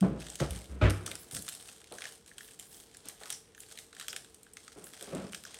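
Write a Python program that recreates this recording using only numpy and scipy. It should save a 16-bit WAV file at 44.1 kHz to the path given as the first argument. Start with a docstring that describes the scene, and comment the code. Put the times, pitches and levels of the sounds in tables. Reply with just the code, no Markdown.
"""Crinkling a plastic packet

Hands pick and pull at a small packet at a table in a quiet living room. The film buckles in short
bright snaps over a fine crackle that follows the fingers; at times stick-slip friction adds a sizzle.
Early on, dull thumps excite the modes of the furniture, which boom and rattle; softer bumps come later.
Reflections from the room give the film and the thumps a short tail."""
import sys
import numpy as np
from scipy import signal
from scipy.fft import rfft, irfft
from scipy.io import wavfile

SR = 44100
rng = np.random.default_rng(int(sys.argv[2]) if len(sys.argv) > 2 else 0)


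def generate_wav(signal):
    """Clip the signal to [-1, 1] and save it as 16-bit WAV at the path in sys.argv[1]."""
    frames = np.transpose(np.atleast_2d(signal))
    scaled = np.clip(frames, -1, 1) * 32767
    pcm = np.round(scaled).astype(np.int16)
    wavfile.write(sys.argv[1], SR, pcm)


N = 246517

# Spectrum of the still room: f/Hz, level/dB
AIR_SPECTRUM = [(25, -2), (60, -0.5), (120, -3), (200, -3.5), (330, -4), (420, -4), (560, -16), (800, -15),
                (1500, -18.5), (4000, -20), (9000, -31.5), (16000, -51)]
# Squeezes and pulls of the fingers: t/s, duration/s, crackle level/dB, brightness/dB
FINGER_SQUEEZES = [(.005, 0.03, -56.5, -11), (0.167, 0.051, -61, -12), (0.191, 0.13, -50, -2),
                   (0.388, 0.034, -44.5, -6), (0.48, .13, -51.5, 0.5), (0.627, 0.08, -60.5, 3),
                   (.9, 0.12, -62, 6), (1.054, 0.015, -43, 1), (1.103, 0.26, -58.5, 1.5),
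                   (1.313, 0.068, -44.5, 12.5), (1.425, 0.14, -51, 6), (1.586, 0.15, -54.5, 4.5),
                   (1.77, 0.19, -64, -3), (1.93, 0.19, -53.5, 6), (2.0, 0.061, -51, -7.5),
                   (2.26, 0.045, -59, 5.5), (2.364, 0.16, -57, 5.5), (2.585, 0.033, -51, 5),
                   (2.703, 0.11, -55.5, 4.5), (2.85, 0.17, -62.5, -2.5), (3.035, 0.08, -55.5, -9.5),
                   (3.191, 0.086, -53, 5), (3.292, 0.024, -53.5, -10.5), (3.588, 0.11, -59, 4),
                   (3.704, .05, -55.5, 0), (3.788, 0.028, -52, 6.5), (3.932, .05, -59, -1),
                   (3.973, 0.069, -52.5, 1), (4.078, .1, -52, 1), (4.27, 0.14, -68, 10),
                   (4.56, 0.19, -61.5, 2.5), (4.773, 0.17, -58.5, 3), (4.925, 0.17, -54.5, -1),
                   (5.03, 0.24, -56, -3.5), (5.308, 0.061, -52.5, 6), (5.454, 0.18, -55.5, -6)]
# Spectrum radiated by the film: f/Hz, level/dB
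FILM_SPECTRUM = [(150, -5), (700, -43), (1050, -2), (1550, -2.5), (2400, -4), (3400, 2), (4400, -0.5),
                 (5400, 0), (7200, -1), (8500, 4.5), (9600, -0.5), (11000, -7), (13000, -10.5),
                 (16000, -20)]
# Loud buckles, dull if broad and bright if small: t/s, level/dB, brightness/dB, panel f/Hz
BUCKLES = [(.0075,-50,5,4850), (0.2177,-53.5,-3.5,2640), (0.266,-49.5,0,3270), (.3,-49.5,9.5,4380),
           (0.355,-45.5,5.5,2900), (0.4001,-45,-8,1190), (0.5068,-45.5,6.5,1260), (.8981,-41,2,2820),
           (.905,-41,4,1950), (1.062,-43.5,8.5,3550), (1.0766,-45,-3.5,1250), (1.114,-41,0.5,3700),
           (1.1535,-44,4.5,1545), (1.3112,-49.5,5,3660), (1.347,-44,6,3860), (1.3657,-43,3,3860),
           (1.3732,-48,-0.5,1660), (1.4225,-53.5,13,2930), (1.48,-43,-0.5,3700), (1.487,-41.5,4,4170),
           (1.4939,-51,10,3570), (1.522,-52,2.5,3700), (1.5503,-56,11.5,3860), (1.688,-52,-2,2680),
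           (1.815,-58,1,3520), (1.842,-57,0,2170), (1.9224,-49.5,4,4240), (1.9835,-48.5,-6,1630),
           (2.0194,-43.5,-3,3200), (2.0399,-49,-5,3000), (2.0534,-46.5,-8.5,1740), (2.261,-59.5,3,1580),
           (2.314,-67.5,-17.5,1740), (2.3813,-47,3,3100), (2.407,-54.5,-10,1740), (2.4857,-59,-4,1730),
           (2.596,-49.5,7.5,3100), (2.8,-58,7,3500), (2.947,-55.5,-1.5,1610), (2.9693,-57.5,10.5,3910),
           (3.056,-59,9,3100), (3.0856,-51,14,3920), (3.234,-49,-2,1800), (3.2567,-50,-1,1240),
           (3.3022,-39,5.5,3200), (3.3248,-46.5,9.5,3940), (3.5478,-57.5,-2,1740), (3.578,-58.5,-8,1650),
           (3.6034,-55.5,12,1530), (3.634,-58.5,-2,2800), (3.7126,-54,1,1560), (3.774,-49.5,-0.5,4040),
           (3.7872,-46.5,1.5,3730), (3.928,-55,-3.5,3940), (3.9655,-55,-6,1740), (3.9975,-44.5,1,3940),
           (4.0107,-45.5,-2,1750), (4.025,-51,0,1490), (4.082,-38.5,2.5,3300), (4.044,-59,-7,1560),
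           (4.1289,-44,-2.5,1620), (4.1627,-39.5,-.5,1770), (4.2458,-57,0.5,1600), (4.3443,-59.5,9.5,3050),
           (4.431,-65,14.5,4310), (4.4652,-67.5,-12.5,1590), (4.535,-66,18.5,1590), (4.569,-48,-2.5,2060),
           (4.679,-52,-4.5,1220), (4.7189,-60.5,-3,1400), (4.8411,-62,18,2400), (4.868,-56.5,-2,1630),
           (4.9345,-52.5,-0.5,3400), (5.0093,-49,1,1630), (5.025,-50.5,9,3470), (5.1492,-51,7,3430),
           (5.332,-48,-5,3000), (5.3458,-41.5,0.5,1650), (5.437,-52,2.5,1700), (5.451,-47.5,-4,1600),
           (5.543,-48.5,2,2410)]
# Low, middle and high band in which a buckle rings: lower f/Hz, upper f/Hz
BUCKLE_BANDS = [(1300, 2500), (2500, 7000), (7000, 16000)]
# Low modes excited by the thumps: t/s, f/Hz, level/dB, swell time/s, T60/s
LOW_MODES = [(0.011, 190.6, -15, 0.014, 0.22), (0.013, 58.5, -38.5, 0.02, 1), (0.02, 388, -32, 0.023, 0.11),
             (0.815, 572, -26.5, 0.0059, 0.25), (0.403, 144.7, -24, 0.018, 0.155),
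             (0.404, 341.6, -29, 0.005, 0.18), (0.405, 63.4, -33, 0.01, 0.46),
             (0.491, 62.4, -29, 0.0059, 0.36), (0.679, 67.5, -36, 0.03, 1),
             (0.816, 64.6, -15.5, 0.0124, 0.27), (0.82, 305, -32, 0.018, 0.46),
             (0.82, 98.8, -16, 0.018, 0.42), (5.126, 187.4, -41.5, 0.024, 0.51),
             (5.126, 630, -35.5, 0.005, 0.24), (5.21, 205, -41.5, 0.022, 0.42)]
# Contacts with the furniture: t/s, duration/s, body level/dB, bass re body/dB, rattle level/dB
CONTACTS = [(0.022, 0.031, -29, -0.5, -51), (0.105, 0.063, -43, 3, -61),
            (0.401, 0.026, -28.5, -11.5, -46.5), (0.495, 0.072, -58, 15.5, -60.5),
            (0.69, 0.22, -52.5, 3, -64), (0.811, 0.057, -26.5, -6, -33), (1.086, 0.064, -48, -13, -69),
            (1.322, 0.069, -52, 6.5, -73), (1.912, 0.009, -41.5, -20, -70), (3.049, 0.02, -57.5, -5, -78),
            (3.208, 0.013, -42, -31.5, -59), (3.257, 0.0043, -58, -22, -55.5),
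            (4.127, 0.0051, -50, -23, -64), (4.757, 0.022, -47, -11.5, -67),
            (4.805, 0.061, -53.5, -10, -67), (5.009, 0.031, -46.5, -19, -65),
            (5.071, 0.059, -46, -10, -59.5), (5.122, 0.065, -37, -6, -54), (5.189, 0.061, -43.5, -2.5, -59)]
# Spectra of the struck furniture and of its loose parts: f/Hz, level/dB
BODY_SPECTRUM = [(35, -15.5), (70, 0), (120, 1), (165, 5), (235, 1.5), (270, 1), (400, -1.5), (490, -4.5),
                 (585, -6), (680, -9), (880, -17), (1400, -19.5), (4000, -106)]
RATTLE_SPECTRUM = [(300, -25), (930, -7), (1010, -3), (1140, -0.5), (1345, 2), (1750, -2.5), (2300, -3),
                   (3400, -11), (5000, -22), (7500, -28), (12000, -39), (16000, -74)]
# Tight drags of the film between the fingertips: t/s, duration/s, f/Hz, level/dB
DRAGS = [(1.174, 0.075, 11300, -55), (2.396, 0.096, 11000, -59), (2.622, 0.25, 11100, -61),
         (3.311, 0.051, 5700, -45), (3.559, 0.087, 10400, -60), (4.08, 0.042, 5300, -45.5),
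         (4.846, 0.043, 10500, -53)]


def undb(db):
    """Amplitude ratio for a level in decibels."""
    return 10 ** (np.asarray(db) / 20)


def unit(x):
    """Normalisation to an rms of one."""
    return x / np.sqrt(np.mean(x ** 2))


def add(out, at_s, x):
    """Superposition of x on out from a given time."""
    i = max(int(at_s * SR), 0)
    out[i:i + len(x)] += x[:max(len(out) - i, 0)]


def fade(t, t60):
    """Exponential decay from t = 0, by 60 dB in t60 seconds; unity before."""
    return np.exp(-np.log(1000) * np.maximum(t, 0) / t60)


def band(x, lo_hz, hi_hz, order=3):
    """Causal band-pass filtering."""
    edges_hz = [lo_hz, min(hi_hz, .48 * SR)]
    return signal.sosfilt(signal.butter(order, edges_hz, "band", fs=SR, output="sos"), x)


def minimum_phase(x, log_gain):
    """Minimum-phase filtering, from a log gain on an even frequency grid."""
    cepstrum = irfft(log_gain)
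    half = len(cepstrum) // 2
    cepstrum[1:half] *= 2
    cepstrum[half + 1:] = 0
    return signal.fftconvolve(x, irfft(np.exp(rfft(cepstrum))))[:len(x)]


def colour(x, points, size=4096):
    """Spectral shaping along (f/Hz, level/dB) points."""
    hz, db = np.transpose(points)
    grid_hz = np.maximum(np.arange(size // 2 + 1) * SR / size, 1)
    return minimum_phase(x, np.log(undb(np.interp(np.log(grid_hz), np.log(hz), db))))


def room_tone(air_db=-64, hum_db=-69):
    """Stationary noise: broadband for the air of the house, narrowband for a soft hum."""
    air, hum = rng.standard_normal((2, N))
    air = unit(colour(air, AIR_SPECTRUM))
    hum = unit(band(hum, 439.0, 460.4, order=1))
    return air * undb(air_db) + hum * undb(hum_db)


def crease(t, panel_hz, panel_db=-11, jump_s=0.0017, uneven_db=4.5):
    """Elastic buckling: a crease yields with a tick, runs briefly and flexes the panel beside it."""
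    run_s = jump_s * rng.uniform(0.21, 0.77)
    burst = rng.standard_normal(len(t)) * (fade(t - run_s, t60=0.018) + 0.81 * fade(t, t60=0.015))
    # Heavy damping leaves no narrow peaks, only a broad colour that differs with every fold.
    spectrum = np.abs(rfft(burst))
    peaks = np.maximum(spectrum / np.median(spectrum), 1)
    knots = np.linspace(0, len(spectrum), 22)
    fold = undb(uneven_db * np.interp(np.arange(len(spectrum)), knots, rng.standard_normal(len(knots))))
    burst = minimum_phase(burst, np.log(fold / peaks))
    panel = np.sin(2 * np.pi * panel_hz * t) * (1 - np.exp(-t / 0.00058)) * fade(t, t60=.010)
    return unit(unit(burst) + undb(panel_db) * unit(panel))


def strain(hold_db=-71, grip_s=0.011, relax_t60=0.31):
    """Dull and bright crackle envelopes: squeezes tighten, hold and relax, adding in power."""
    t = np.arange(SR) / SR
    dull, bright = np.full((2, N), undb(hold_db) ** 2)
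    for at, length, db, bright_db in FINGER_SQUEEZES:
        squeeze = np.minimum(t / grip_s, 1) * fade(t - length, relax_t60)
        add(dull, at, (squeeze * undb(db - bright_db / 2)) ** 2)
        add(bright, at, (squeeze * undb(db + bright_db / 2)) ** 2)
    return np.sqrt(dull), np.sqrt(bright)


def crackle(tiny_per_s=430, large_per_s=45, scatter_db=3.4, large_db=13, rub_db=-10, split_hz=6800):
    """Shot noise of many creases yielding at random, with friction of film on film and on skin."""
    t = np.arange(256) / SR
    panels_hz = 1520 * 2 ** (1.153 * rng.random(size=200) ** 2)
    shapes = [crease(t, hz, jump_s=0.00033, uneven_db=4) for hz in panels_hz]
    rub, skin = rng.standard_normal((2, N))
    grains = np.zeros(N)
    for when, weakness, which in rng.random((int(tiny_per_s * N / SR), 3)):
        grain_db = -scatter_db * np.log(weakness + 0.07)
        add(grains, when * N / SR, shapes[int(which * len(shapes))] * undb(grain_db))
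    for when, which in rng.random((int(large_per_s * N / SR), 2)):
        add(grains, when * N / SR, shapes[int(which * len(shapes))] * undb(large_db))
    film = unit(colour(unit(grains) + undb(rub_db) * rub, FILM_SPECTRUM))
    dull = signal.sosfiltfilt(signal.butter(2, split_hz, fs=SR, output="sos"), film)
    scuff = unit(band(skin, 530, 845, order=2)) * undb(-12)
    dull_gain, bright_gain = strain()
    return ((dull + scuff) * dull_gain + (film - dull) * bright_gain) * undb(-1)


def snaps(presence_db=3, lag_s=.0003, size=1024, attack_samples=176):
    """Snap-through of single large buckles; brightness tilts each from its low band to its high."""
    t = np.arange(size) / SR
    # The broader and duller the crease, the more its panel pops.
    creases = [crease(t, hz, panel_db=-10.5 - .5 * bright_db) for _, _, bright_db, hz in BUCKLES]
    creases = colour(np.concatenate(creases), FILM_SPECTRUM)
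    out = np.zeros(N)
    for tilt, (lo, hi) in zip((-1, 0, 1), BUCKLE_BANDS):
        rings = band(creases, lo, hi).reshape(-1, size)
        for (at, db, bright_db, _), ring in zip(BUCKLES, rings):
            ring_db = db + (tilt * bright_db if tilt else presence_db)
            attack_rms = np.sqrt(np.mean(ring[:attack_samples] ** 2))
            add(out, at + lag_s, ring * undb(ring_db) / attack_rms)
    return out


def booms(waver=0.055, gain_db=-1):
    """Resonance: the lowest modes swell under a push, then decay freely, slightly unsteady in pitch."""
    t = np.arange(SR) / SR
    knots = np.linspace(0, 1, 80)
    out = np.zeros(N)
    for at, hz, db, swell, t60 in LOW_MODES:
        pitch_hz = hz * (1 + waver * np.interp(t, knots, rng.standard_normal(len(knots))))
        mode = np.sin(2 * np.pi * np.cumsum(pitch_hz) / SR)
        push = np.sin(np.pi / 2 * np.minimum(t / swell, 1)) ** 2
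        add(out, at, mode * push * fade(t - swell, t60) * undb(db + gain_db))
    return out


def thumps(rise_s=.005, body_t60=0.25, rattle_t60=0.26, bass_hz=200, db_per_octave=22, chatter_db=1.5):
    """Modal overlap: soft impacts shake the furniture's crowded modes as noise; loose parts chatter."""
    t = np.arange(SR // 2) / SR
    knots = np.linspace(0, t[-1], 120)
    out = np.zeros(N)
    for at, contact_s, body_db, bass_db, rattle_db in CONTACTS:
        chatter = rng.standard_normal(len(knots))
        chatter[:2] = 1  # the first touch is always firm
        push = np.minimum(t / rise_s, 1) * undb(chatter_db * np.interp(t, knots, chatter))
        # Light touches hardly move the whole piece: they lack bass, the lightest also the low middle.
        corner_hz = bass_hz * 2 ** (-min(bass_db, 0) / db_per_octave)
        low_pass = signal.butter(2, corner_hz, fs=SR, output="sos")
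        parts = (BODY_SPECTRUM, body_db, body_t60), (RATTLE_SPECTRUM, rattle_db - 1, rattle_t60)
        for spectrum, db, t60 in parts:
            shake = colour(rng.standard_normal(len(t)) * push * fade(t - contact_s, t60), spectrum)
            shake *= undb(db) / np.sqrt(np.mean(shake[t < contact_s + .01] ** 2))
            bass = signal.sosfiltfilt(low_pass, shake, padtype=None)
            add(out, at, shake + (undb(bass_db) - 1) * bass)
    return out


def sizzle(upper_db=-5, upper_ratio=1.29, half_width=0.09):
    """Stick-slip friction: very fine slips excite two resonances of the stretched film."""
    out = np.zeros(N)
    for at, length, hz, db in DRAGS:
        slips = rng.standard_normal(SR // 2)[:int(length * SR)]
        lower, upper = (band(slips, f * (1 - half_width), f * (1 + half_width), order=2)
                        for f in (hz, hz * upper_ratio))
        envelope = np.sqrt(np.hanning(len(slips)))
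        add(out, at, unit(lower + undb(upper_db) * upper) * envelope * undb(db))
    return out


def room(x, wet_db, near_db=-14, near_s=0.0058, t60_mid=0.2, t60_high=0.36):
    """Reverberation: early scattering from the table and nearby things, then the tail of the walls."""
    t = np.arange(SR // 2) / SR
    mid, high, near = rng.standard_normal((3, len(t)))
    tail = band(mid, 110, 5700) * fade(t, t60_mid) + band(high, 3560, SR / 2) * fade(t, t60_high)
    tail *= np.clip(t / near_s - 1, 0, 1)
    near = near * (t > near_s) * fade(t - near_s, t60=0.019)
    response = undb(wet_db) * tail / np.linalg.norm(tail) + undb(near_db) * near / np.linalg.norm(near)
    return x + signal.fftconvolve(x, response)[:N]


def scene():
    """Superposition of packet, furniture and room tone in one channel."""
    packet = room(snaps() + crackle() + sizzle(), wet_db=-8.5)
    furniture = room(thumps(), wet_db=-16, t60_mid=1.0) + booms()
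    return (packet + furniture + room_tone())[None]


def record(dry, bottom_hz=46, top_hz=16200):
    """Band limiting: steep filters remove the deepest bass and the highest treble."""
    dry = signal.sosfilt(signal.butter(7, bottom_hz, "high", fs=SR, output="sos"), dry)
    return signal.sosfilt(signal.ellip(8, .2, 70, top_hz, fs=SR, output="sos"), dry)


dry = scene()
out = record(dry)
generate_wav(out)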